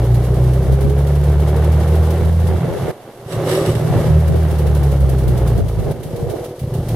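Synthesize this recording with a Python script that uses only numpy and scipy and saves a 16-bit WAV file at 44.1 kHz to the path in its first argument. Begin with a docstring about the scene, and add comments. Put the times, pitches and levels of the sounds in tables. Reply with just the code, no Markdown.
"""A country road, heard from the driver's seat of an old six-cylinder open car as it pulls away.
The engine revs up, the sound drops out briefly, gear teeth grate, the revs sag and the engine stumbles.
Each firing sends a pulse down the tail pipe and shakes the body into a roar; one cylinder spits a hiss
once per engine cycle. The gearbox whines, and wind buffets two close microphone ports."""
import sys
import numpy as np
from scipy import signal
from scipy.fft import rfft, irfft
from scipy.io import wavfile

SR = 44100
rng = np.random.default_rng(int(sys.argv[2]) if len(sys.argv) > 2 else 0)


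def put_to_file(sound):
    """Save the sound as 16-bit audio at rate SR, in the file named by the first command-line argument."""
    columns = np.atleast_2d(sound).T  # one column per channel
    safe = np.clip(columns, -1, 1)
    whole_steps = np.round(safe * 32767)
    wavfile.write(sys.argv[1], SR, whole_steps.astype(np.int16))


N = 306495
TIME = np.arange(N) / SR   # seconds


def from_db(db):
    """Turn decibels into a number to multiply by."""
    return 10 ** (np.asarray(db) / 20)


def rms_one(x):
    """Scale a signal to an average strength (rms) of 1."""
    return x / np.sqrt(np.mean(x ** 2) + 1e-20)


def in_time(rows):
    """Join a table's points with straight lines over time, one curve per value column."""
    times, *columns = np.transpose(rows)
    return [np.interp(TIME, times, column) for column in columns]


def at_hz(points, hz):
    """Look up a table's value at a pitch, with octaves evenly spaced."""
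    pitches, values = np.transpose(points)
    return np.interp(np.log(hz), np.log(pitches), values)


def drift(rate):
    """A smooth random wobble of about size 1; a higher rate wobbles faster."""
    r = np.exp(-80 * np.pi * rate / SR)
    slow = signal.lfilter([1], [1, -2 * r, r * r], rng.standard_normal(N // 40 + 2002))[2000:]
    return np.interp(np.arange(N) / 40, np.arange(len(slow)), rms_one(slow))


def resonate(x, modes):
    """Let a signal ring at several pitches, added with alternating signs; narrow ones ring longer."""
    out = 0
    for k, (hz, width_hz, level_db) in enumerate(modes):
        r = np.exp(-np.pi * width_hz / SR)
        b = (1 - r * r) / 2 * np.array([1, 0, -1])
        a = [1, -2 * r * np.cos(2 * np.pi * hz / SR), r * r]
        out = out + (-1) ** k * from_db(level_db) * signal.lfilter(b, a, x + 1e-18)
    return out


def clicks(events):
    """One click for each (time, level) row."""
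    out = np.zeros(N)
    for s, peak_db in events:
        out[round(s * SR)] = from_db(peak_db)
    return out


def bursts(events, rise_s, fall_s, tail_s, tail):
    """A loudness curve that jumps at each event, falls fast and leaves a slower tail."""
    t = np.arange(round(.15 * SR)) / SR
    shape = (1 - np.exp(-t / rise_s)) * (np.exp(-t / fall_s) + tail * np.exp(-t / tail_s))
    return signal.fftconvolve(clicks(events), shape / shape.max())[:N]


def held(rows, rise_s, fall_s):
    """A loudness curve that fades in, holds from each row's start to its end, and fades out."""
    return sum(from_db(db) * np.interp(TIME, [start - rise_s, start, end, end + fall_s], [0, 1, 1, 0]) ** 2
               for start, end, db in rows)


# how alike left and right are: (pitch [Hz], likeness [1 = the same])
STEREO_LIKENESS = [(60, 1), (700, 1), (1100, 0.81), (2400, 0.41), (6000, 0.093), (15000, -0.15)]

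def stereo_noise(spectrum):
    """Noise with a given tone colour, the same on both sides in the bass and wide in the treble."""
    hz = np.maximum(np.fft.rfftfreq(N, 1 / SR), 1)
    alike = np.clip(at_hz(STEREO_LIKENESS, hz), -1, 1)
    mid, side = rfft(rng.standard_normal((2, N)))
    both = np.sqrt(1 + alike) * mid + np.sqrt(1 - alike) * side * [[1], [-1]]
    return rms_one(irfft(both * from_db(at_hz(spectrum, hz)), N))


# exhaust pulse of each of the six cylinders: (strength [dB])
CYLINDER_STRENGTHS = [-1.5, -1.5, -1, -2.5, 0, -6]

def firing_pulses(firings, uneven_db):
    """The cylinders fire in turn, one click each, never quite alike."""
    at = np.flatnonzero(np.diff(np.floor(firings)))
    pulses = np.zeros(N)
    pulses[at] = from_db(np.resize(CYLINDER_STRENGTHS, len(at)) + uneven_db * rng.standard_normal(len(at)))
    return pulses


# spells of deep wind: (start [s], end [s], level [dB])
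BUFFET_SPELLS = [(-.1, 2.6, -54), (1.9, 2.4, -47), (4.0, 4.5, -47), (5.5, 6.95, -39)]

def wind_buffet():
    """Wind beats on the microphone ports with a deep, lumpy rumble."""
    rumble = stereo_noise([(12, -15), (22, -23), (40, 14), (60, 11), (120, -34), (300, -90)])
    lumps = from_db(2.5 * drift(5.0))
    return held(BUFFET_SPELLS, rise_s=0.32, fall_s=0.25) * lumps * rumble


# wind between gusts: (time [s], thud level [dB], flutter level [dB])
BREEZE_LEVELS = [(0, -37, -42), (2.1, -36.5, -46), (2.9, -40, -38), (3.75, -42.5, -36), (4.8, -27, -40.5),
                 (6.3, -23, -31.5), (6.45, -81, -65), (6.95, -70, -75)]
# single gusts: (time [s], thud level [dB], flutter level [dB])
GUST_PEAKS = [(.7, -23, -39), (.85, -23, -39), (2.27, -26, -30), (2.52, -19, -33), (2.7, -36, -28),
              (2.78, -36, -28), (2.89, -27, -26), (3.36, -33, -40), (3.87, -25, -51), (3.97, -18.5, -32),
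              (4.1, -20, -38), (4.33, -18, -27), (4.65, -29, -32), (5.05, -24, -36), (5.28, -24, -39),
              (5.62, -12.5, -31.5), (5.9, -29, -28), (6.23, -35, -26.5), (6.339, -51, -26),
              (6.42, -58, -29.5)]
# how the ports ring, one list for the thud and one for the flutter: (pitch [Hz], width [Hz], level [dB])
PORT_RINGS = [
    [(108, 125, -3.5), (62, 37, -3)],
    [(382, 146, 4), (690, 340, -3.5)],
]

def wind_gusts():
    """Gusts ring each port on its own, making a low thud and a higher flutter."""
    out = 0
    times, *peaks_db = np.transpose(GUST_PEAKS)
    for modes, breeze_db, peak_db in zip(PORT_RINGS, in_time(BREEZE_LEVELS), peaks_db):
        gain = from_db(breeze_db) + held(zip(times, times, peak_db), rise_s=0.085, fall_s=0.095)
        lumps = from_db(4.5 * np.array([drift(13.3), drift(27.0)]))
        ringing = resonate(resonate(rng.standard_normal((2, N)), modes), modes)
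        out = out + np.sqrt(2) * gain * rms_one(lumps * ringing)
    return out


# loudness of the car body and the air: (time [s], roar level [dB], hiss level [dB])
ROAR_AND_HISS_LEVELS = [(0, -25, -40), (1.15, -26, -40.5), (1.8, -24, -38), (2.6, -27.5, -40.5),
                        (2.9, -23.5, -38), (3.8, -25.5, -36.5), (3.98, -20, -34), (4.22, -26.5, -39.5),
                        (5.5, -26, -41.5), (5.9, -25.5, -40.5), (6.4, -27.5, -41.5), (6.78, -31.5, -43.5),
                        (6.95, -28.5, -37)]
# tone colour of the air: (pitch [Hz], relative level [dB])
AIR_COLOUR = [(880, 2), (1500, -7), (1880, -5.5), (2530, -6.5), (3330, -6), (7380, -11), (8990, -9),
              (11800, -8), (14500, -14.5), (15700, -43)]

def air_hiss(dip_db):
    """The air hisses, flickering slightly."""
    _, hiss_db = in_time(ROAR_AND_HISS_LEVELS)
    return from_db(hiss_db + dip_db + 1.36 * drift(26.0)) * stereo_noise(AIR_COLOUR)


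# tone colour of the roar: (pitch [Hz], relative level [dB])
ROAR_COLOUR = [(110, -60), (190, -7.5), (282, -12), (355, 0), (403, 0), (435, -5), (476, -3.5), (697, -9),
               (772, -10.5), (959, -17.5), (1930, -26.5), (2530, -31), (4000, -37.5), (5200, -65),
               (8800, -120)]
# how the body panels ring: (pitch [Hz], width [Hz], level [dB])
PANEL_RINGS = [(370.8, 58, 1.5), (562.8, 24, 3.5), (469, 59, -7), (657, 45, -7)]

def body_roar(firings, firing_hz, dip_db):
    """The body roars, throbbing with each firing and brighter at high revs; its shaken panels ring."""
    roar_db, _ = in_time(ROAR_AND_HISS_LEVELS)
    noise = stereo_noise(ROAR_COLOUR)
    treble = signal.sosfilt(signal.butter(2, 600, "high", fs=SR, output="sos"), noise)
    noise = noise + (from_db(0.18 * (firing_hz - 66.5)) - 1) * treble
    shaking = rms_one(firing_pulses(firings, uneven_db=3.0)) + 0.74 * rng.standard_normal(N)
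    panels = from_db(-9.0) * rms_one(resonate(resonate(shaking, PANEL_RINGS), PANEL_RINGS))
    throb = 1 + .3 * np.cos(2 * np.pi * (firings - .25))
    return from_db(roar_db + dip_db + 1.14 * drift(13.5)) * (throb * noise + panels)


# first gear's whine, louder at some pitches: (pitch [Hz], level [dB])
FIRST_GEAR_LEVELS = [(350, -48), (371, -32), (392, -38), (408, -26.5), (420, -26), (432, -40), (448, -35),
                     (510, -38.5)]
# swells of the later whine that rises with road speed: (start [s], end [s], level [dB])
ROAD_WHINE_SWELLS = [(6.1, 6.62, -39), (6.22, 6.4, -36), (6.68, 6.9, -42.5)]

def gearbox_whine(firings, firing_hz):
    """Two thin gear tones: one follows the engine and sits to the right, a later one climbs slowly."""
    first_gear = tone(6 * firings, at_hz(FIRST_GEAR_LEVELS, 6 * firing_hz), waver_db=3.0)
    first_gear *= held([(0, 2.55, 0)], rise_s=.1, fall_s=.1)
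    road_hz = (454 + 65 * (TIME - 5.95)) * (1 + 0.007 * drift(17.0))
    road = tone(np.cumsum(road_hz) / SR, level_db=0, waver_db=5.0)
    road *= held(ROAD_WHINE_SWELLS, rise_s=.12, fall_s=.15)
    return first_gear * from_db([[-2.5], [2.5]]) + road


def tone(turns, level_db, waver_db):
    """A pure tone, one wave per turn, whose loudness wavers."""
    return np.sqrt(2) * from_db(level_db + waver_db * drift(9.0)) * np.sin(2 * np.pi * turns)


# longer scrapes of the gear teeth: (start [s], end [s], dull level [dB], bright level [dB])
TOOTH_SCRAPES = [(3.309, 3.332, -28.5, -38), (3.374, 3.418, -23, -63), (3.493, 3.555, -18.5, -27.5),
                 (3.61, 3.698, -23, -35)]
# single bites of the teeth: (time [s], relative bright level [dB], relative dull level [dB])
TOOTH_BITES = [(3.3218, -23, -40), (3.351, -37, -34), (3.388, -49, -25), (3.471, -48, -15),
               (3.5104, -25, -25), (3.549, -29, -23), (3.5755, -47, -11), (3.609, -35, -13.5),
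               (3.6594, -20, -36), (3.6874, -32, -27), (3.7144, -30, -24), (3.7505, -19.5, -19)]
# how the gearbox casing rings, the four dull rings first: (pitch [Hz], width [Hz], level [dB])
CASING_RINGS = [(372, 32, 3), (502, 32, -4), (555, 21, 0.5), (1248, 93, -17.5), (1680, 600, -23),
                (2920, 300, -21), (3370, 750, -29), (3890, 120, -20.5), (4570, 4100, -33.5),
                (5680, 130, -26.5), (7750, 130, -25), (9750, 1300, -29.5), (10500, 790, -27.5),
                (12500, 2700, -35.5)]

def gear_grate():
    """Gear teeth skip over each other, and their dense, uneven clicks ring the casing."""
    scrapes, bites = np.array(TOOTH_SCRAPES), np.array(TOOTH_BITES)
    dull_bites = bursts(bites[:, [0, 2]], rise_s=0.002, fall_s=0.009, tail_s=0.026, tail=.2)
    bright_bites = bursts(bites[:, :2], rise_s=0.0017, fall_s=0.0047, tail_s=0.043, tail=0.37)
    fades = dict(rise_s=0.07, fall_s=0.077)
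    dull_gain = held(scrapes[:, :3], **fades) + from_db(-4.0) * dull_bites
    bright_gain = held(scrapes[:, [0, 1, 3]], **fades) + from_db(-11.5) * bright_bites
    clicks_per_s = np.array([[800], [5000], [5000]])   # dull, bright left, bright right
    sizes = from_db(2.4 * np.minimum(rng.exponential(1, (3, N)), 5)) * rng.choice([-1, 1], (3, N))
    teeth = sizes * (rng.random((3, N)) < clicks_per_s / SR)
    dull = rms_one(resonate(teeth[0], CASING_RINGS[:4]))
    bright = rms_one(resonate(teeth[1:], CASING_RINGS[4:]))
    return dull_gain * dull + bright_gain * bright


# spells of spitting: (start [s], end [s], relative start level [dB], relative end level [dB])
SPIT_SPELLS = [(0.0407, 2.5, -29.5, -31), (4.2003, 4.8, -33.5, -24), (4.83, 5.55, -29.5, -23.5),
               (5.575, 6.95, -27.5, -26.5)]
# tone colour of a spit: (pitch [Hz], relative level [dB])
SPIT_HISS_COLOUR = [(700, -19), (1500, -4), (3000, -1), (6000, -6), (7400, -6.5), (10500, -0.5),
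                    (12500, -3), (14500, -5.5), (15800, -10)]

def cylinder_spit(firing_hz):
    """One cylinder spits a short, ragged hiss once per engine cycle, which is every six firings."""
    cycles = np.cumsum(firing_hz) / SR / 6
    spits = []
    for start_s, end_s, start_db, end_db in SPIT_SPELLS:
        first_cycle, last_cycle = np.interp([start_s, end_s], TIME, cycles)
        times = np.interp(np.arange(first_cycle, last_cycle), cycles, TIME)
        scatter_db = 1.8 * drift(24.0)[(times * SR).astype(int)]
        levels_db = np.interp(times, [start_s, end_s], [start_db, end_db]) + scatter_db
        spits += zip(times - .001, levels_db)
    ragged = from_db(1.2 * drift(60.0))
    puffs = bursts(spits, rise_s=0.01, fall_s=0.006, tail_s=0.048, tail=0.16)
    return from_db(-8.5) * puffs * ragged * stereo_noise(SPIT_HISS_COLOUR)


# when the exhaust tones sound, with the engine pulling or revving freely:
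# (start [s], end [s], firing tone level [dB], other tones' level [dB])
DRONE_SPELLS = [(-.1, 2.57, -1.5, -0.5), (2.61, 2.68, -20, 2), (3.33, 3.65, -33, -5),
                (3.68, 4.2, -18, -1.5), (4.1, 5.57, -1.5, -1.5), (5.62, 5.9, -5, -7), (6.63, 6.95, 4, -19)]
# tones that add up to a pressure peak and a steep fall: (pitch [times the firing rate], phase [turns])
ENGINE_TONES = [(1, 0), (1.5, 0), (2, .62), (3, 0), (.5, 0), (2.5, .3)]
# each of those tones in the same order: (relative level [dB])
TONE_STRENGTHS = [0.3, -10.5, -0.95, -6.5, -5.5, -13.5]
# how a tone's loudness depends on its pitch: (pitch [Hz], relative level [dB])
LEVEL_BY_PITCH = [(28, -27), (33, -34), (38, -49.5), (50, -20.5), (60, -15), (70, -13), (83, -12),
                  (98, -29), (113, -12.5), (124, -13.5), (145, -16), (168, -22.5), (215, -28.5), (255, -51)]

def exhaust_drone(firings, firing_hz):
    """The regular part of the exhaust pulses makes clean tones that follow the revs."""
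    firing_tone, *others = (
        tone(multiple * firings + phase, own_db + at_hz(LEVEL_BY_PITCH, multiple * firing_hz), waver_db=1.3)
        for (multiple, phase), own_db in zip(ENGINE_TONES, TONE_STRENGTHS))
    spells = np.array(DRONE_SPELLS)
    fades = dict(rise_s=0.042, fall_s=0.055)
    drone = held(spells[:, :3], **fades) * firing_tone + held(spells[:, [0, 1, 3]], **fades) * sum(others)
    return drone * from_db(0.85 * drift(11.0))   # the load surges on all tones together


# how the tail pipe rings: (pitch [Hz], width [Hz], level [dB])
PIPE_RINGS = [(110.4, 35, -0.5), (155.5, 37, -3.5), (74.6, 23, -18.5), (230, 70, -18)]
# loudness of the uneven exhaust beat: (time [s], level [dB])
BEAT_LEVELS = [(0, -20), (.9, -25.5), (2.55, -21), (2.66, -15.5), (2.71, -34), (2.78, -33), (2.82, -17),
               (2.9, -30), (3.3, -23), (3.4, -27), (3.9, -23), (3.98, -19), (4.2, -25.5), (5.6, -22.5),
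               (5.9, -18), (6.3, -28.5), (6.95, -22.5)]
# lone firings as the drive takes up and as the engine stumbles: (time [s], level [dB])
LONE_FIRINGS = [(2.652, -9), (2.814, -17), (2.83, -10.5), (2.868, -12), (3.261, -21.5), (3.347, -21),
                (3.372, -12.5), (3.697, -6.5), (3.733, -18), (3.773, -12), (3.807, -11), (3.849, -14),
                (3.881, -18), (3.934, -15), (3.96, -3.5), (4.008, -10), (4.063, -7), (5.991, -19),
                (6.052, -16), (6.134, -11), (6.226, -9.5), (6.616, -15), (6.639, -12.5), (6.674, -13.5),
                (6.72, -13), (6.753, -8.5), (6.786, -10), (6.809, -15), (6.863, -13.5), (6.888, -14),
                (6.915, -13), (6.933, -10)]

def exhaust_beat(firings, dip_db):
    """The uneven part of the pulses rings the tail pipe, and lone firings thump in it."""
    pulses = firing_pulses(firings, uneven_db=2.0)
    uneven = pulses - (pulses > 0) * pulses[pulses > 0].mean()
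    beat = from_db(in_time(BEAT_LEVELS)[0] + dip_db) * rms_one(resonate(uneven, PIPE_RINGS))
    thumps = resonate(clicks(LONE_FIRINGS), PIPE_RINGS)
    loudest_db = max(db for _, db in LONE_FIRINGS)
    return beat + from_db(loudest_db) * thumps / np.abs(thumps).max()


# brief dips in loudness: (start [s], hold [s], recovery [s], change in the roar [dB])
LEVEL_DIPS = [(2.296, 0.028, 0.12, -2.5), (2.911, 0.35, 0.12, -13.5), (5.607, .1, 0.21, -4),
              (5.921, .02, 0.45, -8), (6.462, 0.15, 0.09, -5.5)]

def level_dips_db(fall_s=0.0083):
    """The level drops at once, stays low for a moment, then comes back."""
    return sum(db * np.interp(TIME, np.cumsum([start_s, fall_s, hold_s, back_s]), [0, 1, 1, 0])
               for start_s, hold_s, back_s, db in LEVEL_DIPS)


# engine speed: (time [s], firing rate [Hz])
ENGINE_SPEED = [(0, 58.21), (.5, 63.11), (1, 70.23), (1.6, 75.37), (2.6, 84.78), (3.3, 80), (3.8, 77),
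                (4.1, 77.61), (4.4, 79.03), (4.76, 72.58), (5.4, 60.64), (6, 48.6), (6.42, 40.13),
                (6.95, 41.41)]
# the car sits slightly to the right: (time [s], left minus right [dB])
BALANCE = [(0, -0.4), (3.4, -1.5), (5.2, -0.8), (6.35, -0.5), (6.95, -0.5)]

def scene():
    """Mix the car and the wind; one engine speed keeps exhaust, roar, spit and first gear in step."""
    firing_hz, = in_time(ENGINE_SPEED)
    firings = np.cumsum(firing_hz * (1 + 0.0033 * drift(8.8))) / SR   # running count of firings
    dip_db = level_dips_db()
    bass_dip_db = 1.55 * dip_db   # the beat and the wind dip deepest
    car = air_hiss(0.7 * dip_db)
    car += exhaust_drone(firings, firing_hz) + exhaust_beat(firings, bass_dip_db)
    car += gearbox_whine(firings, firing_hz)
    car += body_roar(firings, firing_hz, dip_db)
    car += from_db(0.81 * dip_db) * cylinder_spit(firing_hz)
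    car += gear_grate()
    sides = from_db(in_time(BALANCE)[0] / 2 * [[1], [-1]])
    wind = wind_buffet() + wind_gusts()
    return sides * car + from_db(bass_dip_db) * wind


# narrow gaps in the treble: (pitch [Hz], width [Hz])
TREBLE_GAPS = [(2490, 114), (7480, 170)]

def record(dry, cutoff_hz=15870):
    """Cut two narrow gaps in the treble, round off loud peaks and remove the very highest sounds."""
    for hz, width_hz in TREBLE_GAPS:
        dry = signal.lfilter(*signal.iirnotch(hz, hz / width_hz, SR), dry)
    rounded = 1.2 * np.tanh(dry / 1.2)
    return signal.sosfilt(signal.ellip(12, .5, 75, cutoff_hz, fs=SR, output="sos"), rounded)


dry = scene()
out = record(dry)
put_to_file(out)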